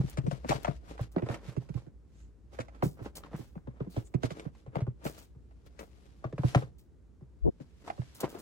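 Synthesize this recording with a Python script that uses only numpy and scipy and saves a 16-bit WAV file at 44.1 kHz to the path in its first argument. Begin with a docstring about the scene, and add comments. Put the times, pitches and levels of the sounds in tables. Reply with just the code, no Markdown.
"""A carpeted wooden floor with a towel on it, microphone on the ground: a cat chases a toy on a string.
Paws: a soft chirped pat at each contact; under landings a knock and a hollow ring, spread into a falling chirp.
Towel: shaped noise for rub and hiss, short notes for flopping folds, bright dying crackle for snagged loops.
String: narrow-band air noise. Microphone: two brushes, each a low sway and a muffled rub.
Behind it: the room's reverberation, a low rumble and a faint hiss."""
import sys
import numpy as np
from scipy import signal
from scipy.fft import rfft, irfft, next_fast_len
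from scipy.io import wavfile

SR = 44100
rng = np.random.default_rng(int(sys.argv[2]) if len(sys.argv) > 2 else 0)


def unload_audio(sound):
    """Save the sound as a 16-bit wav file, at the path given as the first command line argument."""
    columns = np.transpose(np.atleast_2d(sound))
    # keep every value between -1 and 1, then stretch to whole-number steps
    steps = np.round(np.clip(columns, -1, 1) * 32767)
    wavfile.write(sys.argv[1], SR, steps.astype(np.int16))


N = 370881
TIME_S = np.arange(N) / SR
AGE_S = np.arange(SR // 3) / SR   # since a contact

# Table levels are nominal: sources add their own trims. Pan > 0 is left.
# paws landing with weight: [t/s, thud level/dB, nominal board f/Hz, knock level/dB, pat level/dB,
# scuff level/dB, pan/dB]
FOOTFALLS = [(-.015, -25.5, 142.4, -48, -50, -70, -2), (0.031, -33, 140.5, -43, -50, -81, 4),
             (.173, -28.5, 139, -38, -29.5, -46, 5), (0.232, -37, 122, -48.5, -54, -78, 11),
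             (0.266, -28.5, 156.7, -41.5, -36.5, -55, 3.5), (0.313, -35.5, 139, -50, -28, -49, 14),
             (0.446, -48.5, 142, -38.5, -30.5, -74, 5.5), (.492, -31.5, 143, -32, -27.5, -36.5, 5.5),
             (0.541, -37, 138, -43, -44, -58, 3.5), (0.678, -30.5, 147, -35.5, -23, -66, 9),
             (0.994, -32, 120.5, -52, -32, -78, -1), (1.163, -32, 184, -28, -26.5, -78, -1.5),
             (1.223, -33, 128, -33.5, -33.5, -79, -3.5), (1.288, -34, 123, -41, -28.5, -50.5, -3),
             (1.469, -39, 132, -62, -53, -72, -8), (1.566, -30.5, 137.5, -38, -39.5, -57.5, -8),
             (1.69, -38, 153, -51, -43.5, -62, -9), (1.742, -31, 127, -43.5, -46, -63, -11.5),
             (1.866, -51.5, 152, -52.5, -48.5, -76, -9), (2.589, -40, 122, -41.5, -26, -52.5, -5),
             (2.826, -29.5, 139, -27.5, -21, -65, -2.5), (2.849, -29, 147, -38, -35.5, -62, -1),
             (3.006, -42.5, 120, -46.5, -46, -84, -4.5), (3.332, -37.5, 158.5, -48, -37.5, -82, 0),
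             (3.39, -44.5, 134, -45, -60, -81, -5), (3.555, -42, 171, -52.5, -42.5, -78, 3),
             (3.673, -41.5, 131, -43, -41.5, -83, 2.5), (3.804, -35, 141, -37, -36, -88, -1.5),
             (3.867, -45, 185, -45.5, -47, -85, -1.5), (3.965, -31, 119, -34, -31.5, -52.5, -2),
             (4.141, -26.5, 141, -31, -33, -54, -9), (4.234, -31, 124, -31.5, -24.5, -43, -7.5),
             (4.306, -41.5, 155, -48.5, -34.5, -50, -6), (4.455, -37, 149.3, -42.5, -41, -72, -10.5),
             (4.663, -44.5, 129, -61.5, -43.5, -73, 2), (4.756, -33.5, 147, -39, -24, -61, 6),
             (4.806, -29, 123, -51, -35, -56, -0.5), (4.868, -32, 128, -42, -39.5, -78, 1),
             (5.053, -41, 150, -37.5, -29.5, -52, 3.5), (5.35, -52, 135, -65.5, -59, -96, 1),
             (6.242, -35.5, 129, -42.5, -28, -84, 1.5), (6.326, -39.5, 140, -45.5, -38.5, -69, 0),
             (6.381, -30.5, 141, -43, -32, -57, -0.5), (6.435, -22.5, 131.6, -32.5, -27.5, -75, -3.5),
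             (6.548, -20, 133.7, -30.5, -15, -36, 1.5), (6.623, -42, 132.3, -54, -34, -64, 2.5),
             (7.211, -48.5, 141, -59.5, -54.5, -91, 1.5), (7.602, -47, 150, -45.5, -45.5, -72, 6),
             (7.98, -32, 132.4, -48, -41, -72, -5.5), (8.234, -40, 147, -30.5, -25, -67, 1)]
# further floor modes: [f/Hz, level/dB relative to one another, t60/s]
FLOOR_MODES = [(65.4, -36.5, 0.39), (178, -19.5, 0.1), (261.4, -25, 0.35)]
# swipes that hit only the cloth: [t/s, pat level/dB, f/Hz, scuff level/dB, pan/dB]
SWATS = [(.508, -21, 714, -41, 3), (.519, -17, 667, -60, -2), (.648, -21.5, 750, -45.5, 4),
         (.67, -35, 860, -71, -0.5), (.71, -54, 895, -78, 1), (.979, -43, 970, -64, -3.5),
         (1.183, -29, 524, -83, -4), (1.343, -35, 700, -48.5, -2.5), (2.603, -36, 590, -45.5, 4.5),
         (2.684, -44, 740, -66.5, -4), (2.749, -52, 900, -67, -3), (2.824, -32, 840, -70, -0.5),
         (3.237, -42, 1190, -77, 1), (3.262, -48, 900, -80, 0.5), (4.397, -64, 840, -49, 2.5),
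         (4.55, -58, 890, -70, 0), (5.066, -31.5, 664, -50, -3), (5.179, -47, 640, -60, 1),
         (5.51, -57, 754, -86, 2.5), (5.792, -37.5, 500, -50, 7), (5.83, -46, 626, -80.5, 1.5),
         (7.878, -34.5, 720, -57, -.5), (7.901, -25, 755, -71, -3), (8.018, -44, 676, -67, 2),
         (8.242, -31.5, 900, -67, 0), (8.349, -32, 361, -65, 2)]
# leg or flank strokes over the towel: [t/s at the fastest, rise/s, rub level/dB, hiss level/dB]
STROKES = [(.01, 0.013, -43, -56), (.09, 0.081, -56, -57.5), (.335, 0.062, -51, -57),
           (.495, 0.006, -39, -33), (.535, .04, -38, -44), (.66, 0.069, -50, -55), (.76, 0.02, -64, -62.5),
           (.915, 0.048, -46, -57.5), (1.03, 0.026, -47.5, -53), (1.24, 0.074, -50, -68.5),
           (1.33, 0.044, -37, -53), (1.485, 0.042, -44, -54.5), (1.62, 0.067, -62, -67.5),
           (1.78, 0.052, -56.5, -63.5), (2.2, 0.075, -75, -70.5), (2.545, .015, -47.5, -59),
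           (2.605, 0.051, -54.5, -64), (2.77, 0.066, -55.5, -73.5), (2.995, 0.017, -49.5, -73),
           (3.06, 0.031, -45, -59), (3.18, 0.016, -48.5, -57), (3.26, 0.028, -51.5, -67),
           (3.35, 0.046, -48, -73), (3.405, 0.076, -57.5, -62.5), (3.82, 0.11, -58, -78),
           (3.98, .04, -53, -58), (4.07, 0.017, -84, -69), (4.255, 0.016, -57, -44.5),
           (4.32, 0.017, -50, -52.5), (4.385, 0.06, -46.5, -59.5), (4.59, 0.043, -68, -69),
           (4.775, 0.026, -41, -66), (5.075, 0.031, -40, -53), (5.17, 0.073, -56, -59.5),
           (5.67, 0.0095, -55, -62), (5.82, 0.032, -49, -62.5), (6.06, 0.38, -67.5, -71),
           (6.49, 0.049, -53, -49), (6.59, 0.05, -52, -54.5), (7.62, 0.02, -66, -66),
           (7.885, 0.033, -46, -57), (8.08, 0.28, -81, -63.5), (8.245, 0.029, -34.5, -50.5),
           (8.37, 0.071, -45.5, -61)]
# bearing of the cat: [t/s, pan/dB]
BEARING = [(0, 1), (.6, 7.5), (1.1, 1), (2.6, -2.5), (4.2, 3), (4.7, 2), (5.8, 5.5), (6.3, 1.5), (8.3, 0.5)]
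# claws plucking towel loops: [t/s, level/dB, t60/s]
SNAGS = [(0.096, -54, 0.073), (0.484, -53, 0.25), (0.63, -58, 0.025), (1.01, -63, 0.037),
         (1.115, -65.5, 0.12), (2.829, -46, .26), (2.858, -62, 0.13), (3.021, -66, 0.2),
         (3.153, -45.5, 0.12), (3.36, -58, 0.48), (3.897, -58.5, 0.66), (4.754, -70, 0.046),
         (5.041, -45.5, .32), (5.178, -55.5, .17), (5.222, -64, 0.12), (5.658, -73, 0.079),
         (5.793, -59, 0.25), (6.782, -65.5, 0.18), (8.146, -53.5, 0.24), (8.202, -41.5, 0.065),
         (8.288, -53.5, 0.27), (8.385, -52.5, 0.26)]
# string whipping through the air: [t/s, half length/s, f/Hz, level/dB]
SWISHES = [(2.206, 0.061, 6900, -75), (3.933, 0.021, 4300, -66), (4.066, 0.018, 7450, -63)]
# cat brushing the microphone: [t/s, half length/s, air push level/dB, muffled rub level/dB]
BRUSHES = [(0.275, 0.015, -37, -34), (7.473, 0.024, -23.5, -21.5)]

# spectrum of the coarse rub: [f/Hz, relative density/dB]
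RUB_SPECTRUM = [(150, 16.5), (350, 9), (700, -0.5), (1300, 3), (2300, -5.5), (3500, -18.5), (6000, -33)]
# spectrum of the fine cloth hiss: [f/Hz, relative density/dB]
HISS_SPECTRUM = [(1500, 7), (2800, 6.5), (4800, 4), (7500, 0), (10000, -5.5), (12000, -3.5), (16000, -21.5)]
# spectrum of the scuff under a pad: [f/Hz, relative density/dB]
SCUFF_SPECTRUM = [(800, -12), (1300, 2), (1700, 4), (2250, 6.5), (3100, 0), (5000, -4.5), (8000, -5),
                  (16000, -34.5)]
# spectrum of a torn-free loop: [f/Hz, relative density/dB]
SNAG_SPECTRUM = [(1500, -16.5), (3500, -5.5), (7000, -5.5), (11000, -1), (15000, -2)]
# spectrum of the still room: [f/Hz, relative density/dB]
QUIET_SPECTRUM = [(20, -34), (35, -11.5), (60, 5.5), (130, -5), (300, -11), (416, -15.5), (695, -28.5),
                  (1500, -35.5), (3080, -45), (7300, -46), (16000, -59.5)]
# spectrum of the muffled rub on the microphone: [f/Hz, relative density/dB]
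BRUSH_SPECTRUM = [(30, -7), (120, 2.5), (230, -4.5), (450, -4.5), (900, -24.0), (1500, -59.5), (3000, -85)]
# fading rumble: [t/s, level/dB]
RUMBLE = [(0, -46), (1.9, -53.5), (6.7, -58.5), (7.7, -62.5), (8.1, -70)]

# pitch of a landing's pat: harder sounds higher
PAT_HZ, PAT_AT_DB, PAT_OCTAVES_PER_DB = 537, -32, .018
# the softer the knock against the thud, the later the boards are loaded
LOAD_S, LOAD_S_PER_DB, LOAD_MAX_S = -.0035, .00038, 0.003
# slide after each landing; levels relative to its table pat level
SLIDE_AFTER_S, SLIDE_RISE_S, SLIDE_RUB_DB, SLIDE_HISS_DB = .022, 0.019, -16.5, -49.5
STROKE_EXPONENT, STROKE_FALL_PER_RISE = 1.23, 0.86
ECHO_MIN_MS, ECHO_MAX_MS = 1.3, 13
ROOM_T60_S, WALL_CUT_HZ, ROOM_DB = 0.35, 1600, -26.5
QUIET_DB = -58
CUTOFF_HZ = 16000


def from_db(db):
    """Decibels to gain."""
    return 10 ** (np.asarray(db) / 20)


def rms_one(x):
    """Scale to rms 1."""
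    return x / np.sqrt(np.mean(x ** 2) + 1e-20)


def burst_one(x, seconds):
    """Scale a short sound to the energy of rms 1 held for so many seconds."""
    return x / np.sqrt(np.mean(x ** 2) * x.shape[-1] / SR / seconds + 1e-20)


def in_time(rows):
    """Interpolate each column of a time table at every sample."""
    t_s, *columns = np.transpose(rows)
    return [np.interp(TIME_S, t_s, column) for column in columns]


def band(x, low_hz, high_hz, order=2):
    """Butterworth band-pass."""
    edges_hz = [low_hz, min(high_hz, .45 * SR)]
    return signal.sosfilt(signal.butter(order, edges_hz, "band", fs=SR, output="sos"), x)


def colour(x, spectrum):
    """Filter noise to a spectrum, interpolated over log frequency."""
    hz, db = np.transpose(spectrum)
    size = next_fast_len(x.shape[-1] + len(AGE_S) // 2)
    grid_hz = np.maximum(np.arange(size // 2 + 1) * SR / size, 1)
    gain = from_db(np.interp(np.log(grid_hz), np.log(hz), db))
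    return irfft(rfft(x, size) * gain, size)[..., :x.shape[-1]]


def ring(x, hz, t60_s):
    """Two-pole resonator: a unit click starts a dying sine of height 1."""
    radius, angle = from_db(-60 / (t60_s * SR)), 2 * np.pi * hz / SR
    feedback = [1, -2 * radius * np.cos(angle), radius * radius]
    return signal.lfilter([0, np.sin(angle)], feedback, x + 1e-18)


def drift(knots_per_s):
    """Random line through normal knots of spread 1."""
    knots = rng.standard_normal(4096)
    return np.interp(TIME_S * knots_per_s, np.arange(len(knots)), knots)


def grains(size, spread_db, alike):
    """Stereo noise of fibre slips of uneven strength, partly shared by both channels."""
    white, alike = rng.standard_normal((3, size)), np.clip(alike, 0, 1)
    steps = np.clip(rng.standard_normal(size // 16 + 1), -2.5, 2.5)
    strength = from_db(spread_db * steps)[np.arange(size) // 16]   # held for 16 samples
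    return (np.sqrt(alike) * white[0] + np.sqrt(1 - alike) * white[1:]) * strength


def place(x, pan_db, lag_ms):
    """The nearer channel is louder and hears the sound earlier."""
    x = np.broadcast_to(x, (2, x.shape[-1]))
    at = np.arange(x.shape[-1])
    lead = lag_ms * SR / 2000 * np.tanh(pan_db / 2)   # samples, half the lag each way
    left, right = from_db(pan_db / 2), from_db(-pan_db / 2)
    pair = np.array([left * np.interp(at + lead, at, x[0]), right * np.interp(at - lead, at, x[1])])
    return pair / np.sqrt((left ** 2 + right ** 2) / 2)


def add(out, t_s, sound):
    """Mix a stereo sound in at a time."""
    start = int(round(t_s * SR))
    first, last = max(start, 0), min(start + sound.shape[1], N)
    out[:, first:last] += sound[:, first - start:last - start]


def scattered(x, echo_gain, count):
    """Board edges and furniture legs return early echoes, drawn afresh per call; stereo out."""
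    out = np.broadcast_to(x, (2, x.shape[-1])).copy()
    direct = out.copy()
    for delay_ms in rng.uniform(ECHO_MIN_MS, ECHO_MAX_MS, count):
        lag = int(delay_ms * SR / 1000) + 1
        gains = echo_gain * (rng.choice([-1, 1]) + 0.71 * rng.standard_normal((2, 1)))
        out[:, lag:] += gains * direct[:, :-lag]
    return out


def bending_wave(corner_hz, count):
    """Allpass chain for board dispersion: high notes travel faster, so a click becomes a falling chirp."""
    wave, pole = signal.unit_impulse(len(AGE_S)), np.exp(-2 * np.pi * corner_hz / SR)
    for _ in range(count):
        wave = signal.lfilter([-pole, 1], [1, -pole], wave + 1e-18)
    return wave


def thuds(board_t60_s=0.087, cushion_t60_s=0.045, thud_db=-2.5, knock_db=0.0):
    """Under each footfall a ragged knock and the low ring of the boards, whose pitch depends on the spot."""
    out, wave = np.zeros((2, N)), bending_wave(corner_hz=277, count=12)
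    modes = sum(from_db(db) * ring(band(wave, 44, 210), hz, t60_s) for hz, db, t60_s in FLOOR_MODES)
    push = band(band(wave, 210.0, 452), 190, 440)
    for t_s, level_db, hz, hard_db, _, _, pan_db in FOOTFALLS:
        cushioned = ring(wave, hz * 1.252, cushion_t60_s)
        boom = burst_one(ring(cushioned, hz * 0.942, board_t60_s), 0.066)
        knock = burst_one(scattered(push, .5, count=4), .025)
        sound = from_db(level_db + thud_db) * (boom + 2 * modes) + from_db(hard_db + knock_db) * knock
        load_s = min(LOAD_S + LOAD_S_PER_DB * (level_db - hard_db), LOAD_MAX_S)
        add(out, t_s + load_s, place(sound, pan_db, lag_ms=0.94))
    return out


def pats(pan_share=0.65):
    """Every footfall and swat begins with the pad meeting the cloth."""
    out, wave = np.zeros((2, N)), bending_wave(corner_hz=700, count=8)
    contacts = []
    for t_s, _, _, _, pat_db, scuff_db, pan_db in FOOTFALLS:
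        hz = PAT_HZ * 2 ** (PAT_OCTAVES_PER_DB * (pat_db - PAT_AT_DB))
        contacts.append((t_s, pat_db, hz, scuff_db, pan_share * pan_db))
    for t_s, pat_db, hz, scuff_db, pan_db in contacts + list(SWATS):
        add(out, t_s - .0008, place(pat(wave, pat_db, hz, scuff_db), pan_db, lag_ms=0.44))
    return out


def pat(wave, level_db, hz, bright_db, crush_t60_s=0.035, scuff_t60_s=0.047, width=1.215, pat_db=-8.0,
        scuff_db=0.0, crush_share=0.59, echo_gain=0.26, scuff_rise_s=0.00028):
    """The pad's push chirps through the floor while the pile is crushed under it with a short scuff."""
    pile = grains(len(AGE_S), spread_db=3, alike=.8) * from_db(-60 * AGE_S / crush_t60_s)
    push = rms_one(band(wave, hz / width, hz * width))
    crush = rms_one(band(pile, hz / width, 2 * hz * width))
    pad = burst_one(scattered(push + crush_share * crush, echo_gain, count=4), .014)
    fibres = colour(grains(len(AGE_S), spread_db=5.5, alike=1.0), SCUFF_SPECTRUM)
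    swell = from_db(-60 * AGE_S / scuff_t60_s) * (1 - np.exp(-AGE_S / scuff_rise_s))
    scuff = burst_one(scattered(fibres * swell, .3, count=3), .013)
    return from_db(level_db + pat_db) * pad + from_db(bright_db + scuff_db) * scuff


def rubbing(rub_db=-4.5, fold_db=-2.5, hiss_db=0.0, catch_db=3.0):
    """Sliding over terry cloth: coarse rub, flopping folds and fine hiss, catching and slipping together."""
    rub_gain, hiss_gain = sliding()
    pan_db, = in_time(BEARING)
    catch = catch_db * drift(140)   # dB; the hiss follows by half
    pile = from_db(rub_db) * rms_one(colour(grains(N, spread_db=2.0, alike=0.39), RUB_SPECTRUM))
    rub = rub_gain * from_db(catch) * (pile + from_db(fold_db) * folds(per_s=600, cycles=3.4))
    fibres = rms_one(colour(grains(N, spread_db=4.0, alike=0.15), HISS_SPECTRUM))
    hiss = hiss_gain * from_db(hiss_db + catch / 2) * fibres
    cloth = scattered(band(rub + hiss, 130, 19000), .22, count=3)
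    return place(cloth, pan_db, lag_ms=.38)


def sliding():
    """Rub and hiss gains over time: strokes and post-landing slides swell and fade, summed in power."""
    power = np.zeros((2, N))
    slides = [(t_s + SLIDE_AFTER_S, SLIDE_RISE_S, pat_db + SLIDE_RUB_DB, pat_db + SLIDE_HISS_DB)
              for t_s, _, _, _, pat_db, _, _ in FOOTFALLS]
    for t_s, rise_s, rub_db, hiss_db in list(STROKES) + slides:
        since_s = np.arange(-4 * rise_s, 4 * rise_s, 1 / SR)
        reach_s = rise_s * np.where(since_s < 0, 1, STROKE_FALL_PER_RISE)
        swell = np.exp(-np.abs(since_s / reach_s) ** STROKE_EXPONENT)
        add(power, t_s + since_s[0], (from_db([[rub_db], [hiss_db]]) * swell) ** 2)
    return np.sqrt(power)


def folds(per_s, cycles):
    """Folds of cloth flop over at random, each a short dull note; rms 1."""
    pitches_hz = np.geomspace(380, 2400, 12)
    flops = (rng.random(N) < per_s / SR) * rng.uniform(-0.69, 1, N)
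    dealt = rng.integers(0, len(pitches_hz), N)
    notes = (ring(flops * (dealt == k), hz, cycles / hz) / hz ** 1.2 for k, hz in enumerate(pitches_hz))
    return rms_one(sum(notes))


def snags(snag_db=-1.0, rise_s=0.0029, pan_db=1.7):
    """A claw tears free of the loops in a bright, dying crackle."""
    out = np.zeros((2, N))
    for t_s, level_db, t60_s in SNAGS:
        loops = grains(len(AGE_S), spread_db=5.5, alike=.8)
        swell = (1 - np.exp(-AGE_S / rise_s)) * from_db(-60 * AGE_S / t60_s)
        crackle = burst_one(colour(loops * swell, SNAG_SPECTRUM), 0.065)
        add(out, t_s, place(from_db(level_db + snag_db) * crackle, pan_db, lag_ms=0.21))
    return out


def swishes(width=1.12):
    """Air sheds off the swinging string in a narrow, airy note."""
    air = grains(N, spread_db=1, alike=0.16)
    out = np.zeros((2, N))
    for t_s, half_s, hz, level_db in SWISHES:
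        swell = np.exp(-((TIME_S - t_s) / half_s) ** 2)
        out += from_db(level_db) * swell * rms_one(band(air, hz / width, hz * width))
    return out


def brushes(sway_hz=48, sway_lead_s=0.03):
    """The microphone sways just ahead of a muffled rub, largely in opposite phase in the two channels."""
    out = np.zeros((2, N))
    rub = rms_one(colour(grains(N, spread_db=5.5, alike=0.93), BRUSH_SPECTRUM))
    for t_s, half_s, air_db, rub_db in BRUSHES:
        since_s = TIME_S - t_s + sway_lead_s
        sway = np.exp(-(since_s / half_s / 0.74) ** 2) * np.sin(2 * np.pi * sway_hz * since_s)
        stroke = rub * np.exp(-((TIME_S - t_s) / half_s) ** 4)
        out += from_db(air_db) * burst_one(sway, half_s * 2) * np.array([[1], [-.4]])
        out += from_db(rub_db) * burst_one(stroke, half_s * 2) * np.array([[1], [-.7]])
    return out


def room(x):
    """Reverberation: eight feedback delays a side, duller on every round."""
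    out, pole = np.zeros((2, N)), np.exp(-2 * np.pi * WALL_CUT_HZ / SR)
    lags = (np.geomspace(.011, .041, 16) * rng.uniform(.96, 1.04, 16) * SR).astype(int)
    for k, lag in enumerate(lags):
        side = k % 2
        loop, state = x[side].copy(), [0.]
        gain = from_db(-60 * lag / SR / ROOM_T60_S)
        for i in range(lag, N, lag):
            back, state = signal.lfilter([gain * (1 - pole)], [1, -pole], loop[i - lag:i], zi=state)
            loop[i:i + lag] += back[:N - i]
        out[side] += (loop - x[side]) * (-1) ** (k // 2)
    return out


def background():
    """Still room: a narrow low rumble that fades, under faint, wide noise."""
    air = from_db(QUIET_DB) * rms_one(colour(grains(N, spread_db=1.0, alike=0.44), QUIET_SPECTRUM))
    rumble_db, = in_time(RUMBLE)
    rumble = rms_one(band(grains(N, spread_db=2.0, alike=.85), 52.0, 64))
    return air + from_db(rumble_db) * rumble


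def scene(fade_s=0.00266):
    """The cat's play with its reverberation, the brushes and the still room, faded in."""
    play = thuds() + pats() + snags() + rubbing() + swishes()
    whole = play + from_db(ROOM_DB) * room(play) + brushes() + background()
    return whole * np.minimum(TIME_S / fade_s, 1)


def record(dry, top=0.71):
    """Microphone: deepest bass lost, loud peaks rounded, a dip in the top octave, the very top cut."""
    thinned = signal.sosfilt(signal.butter(2, 32, "high", fs=SR, output="sos"), dry)
    rounded = top * np.tanh(thinned / top)
    dipped = signal.lfilter(*signal.iirnotch(13300, 9, fs=SR), rounded)
    return signal.sosfilt(signal.ellip(10, .3, 80, CUTOFF_HZ, fs=SR, output="sos"), dipped)


dry = scene()
out = record(dry)
unload_audio(out)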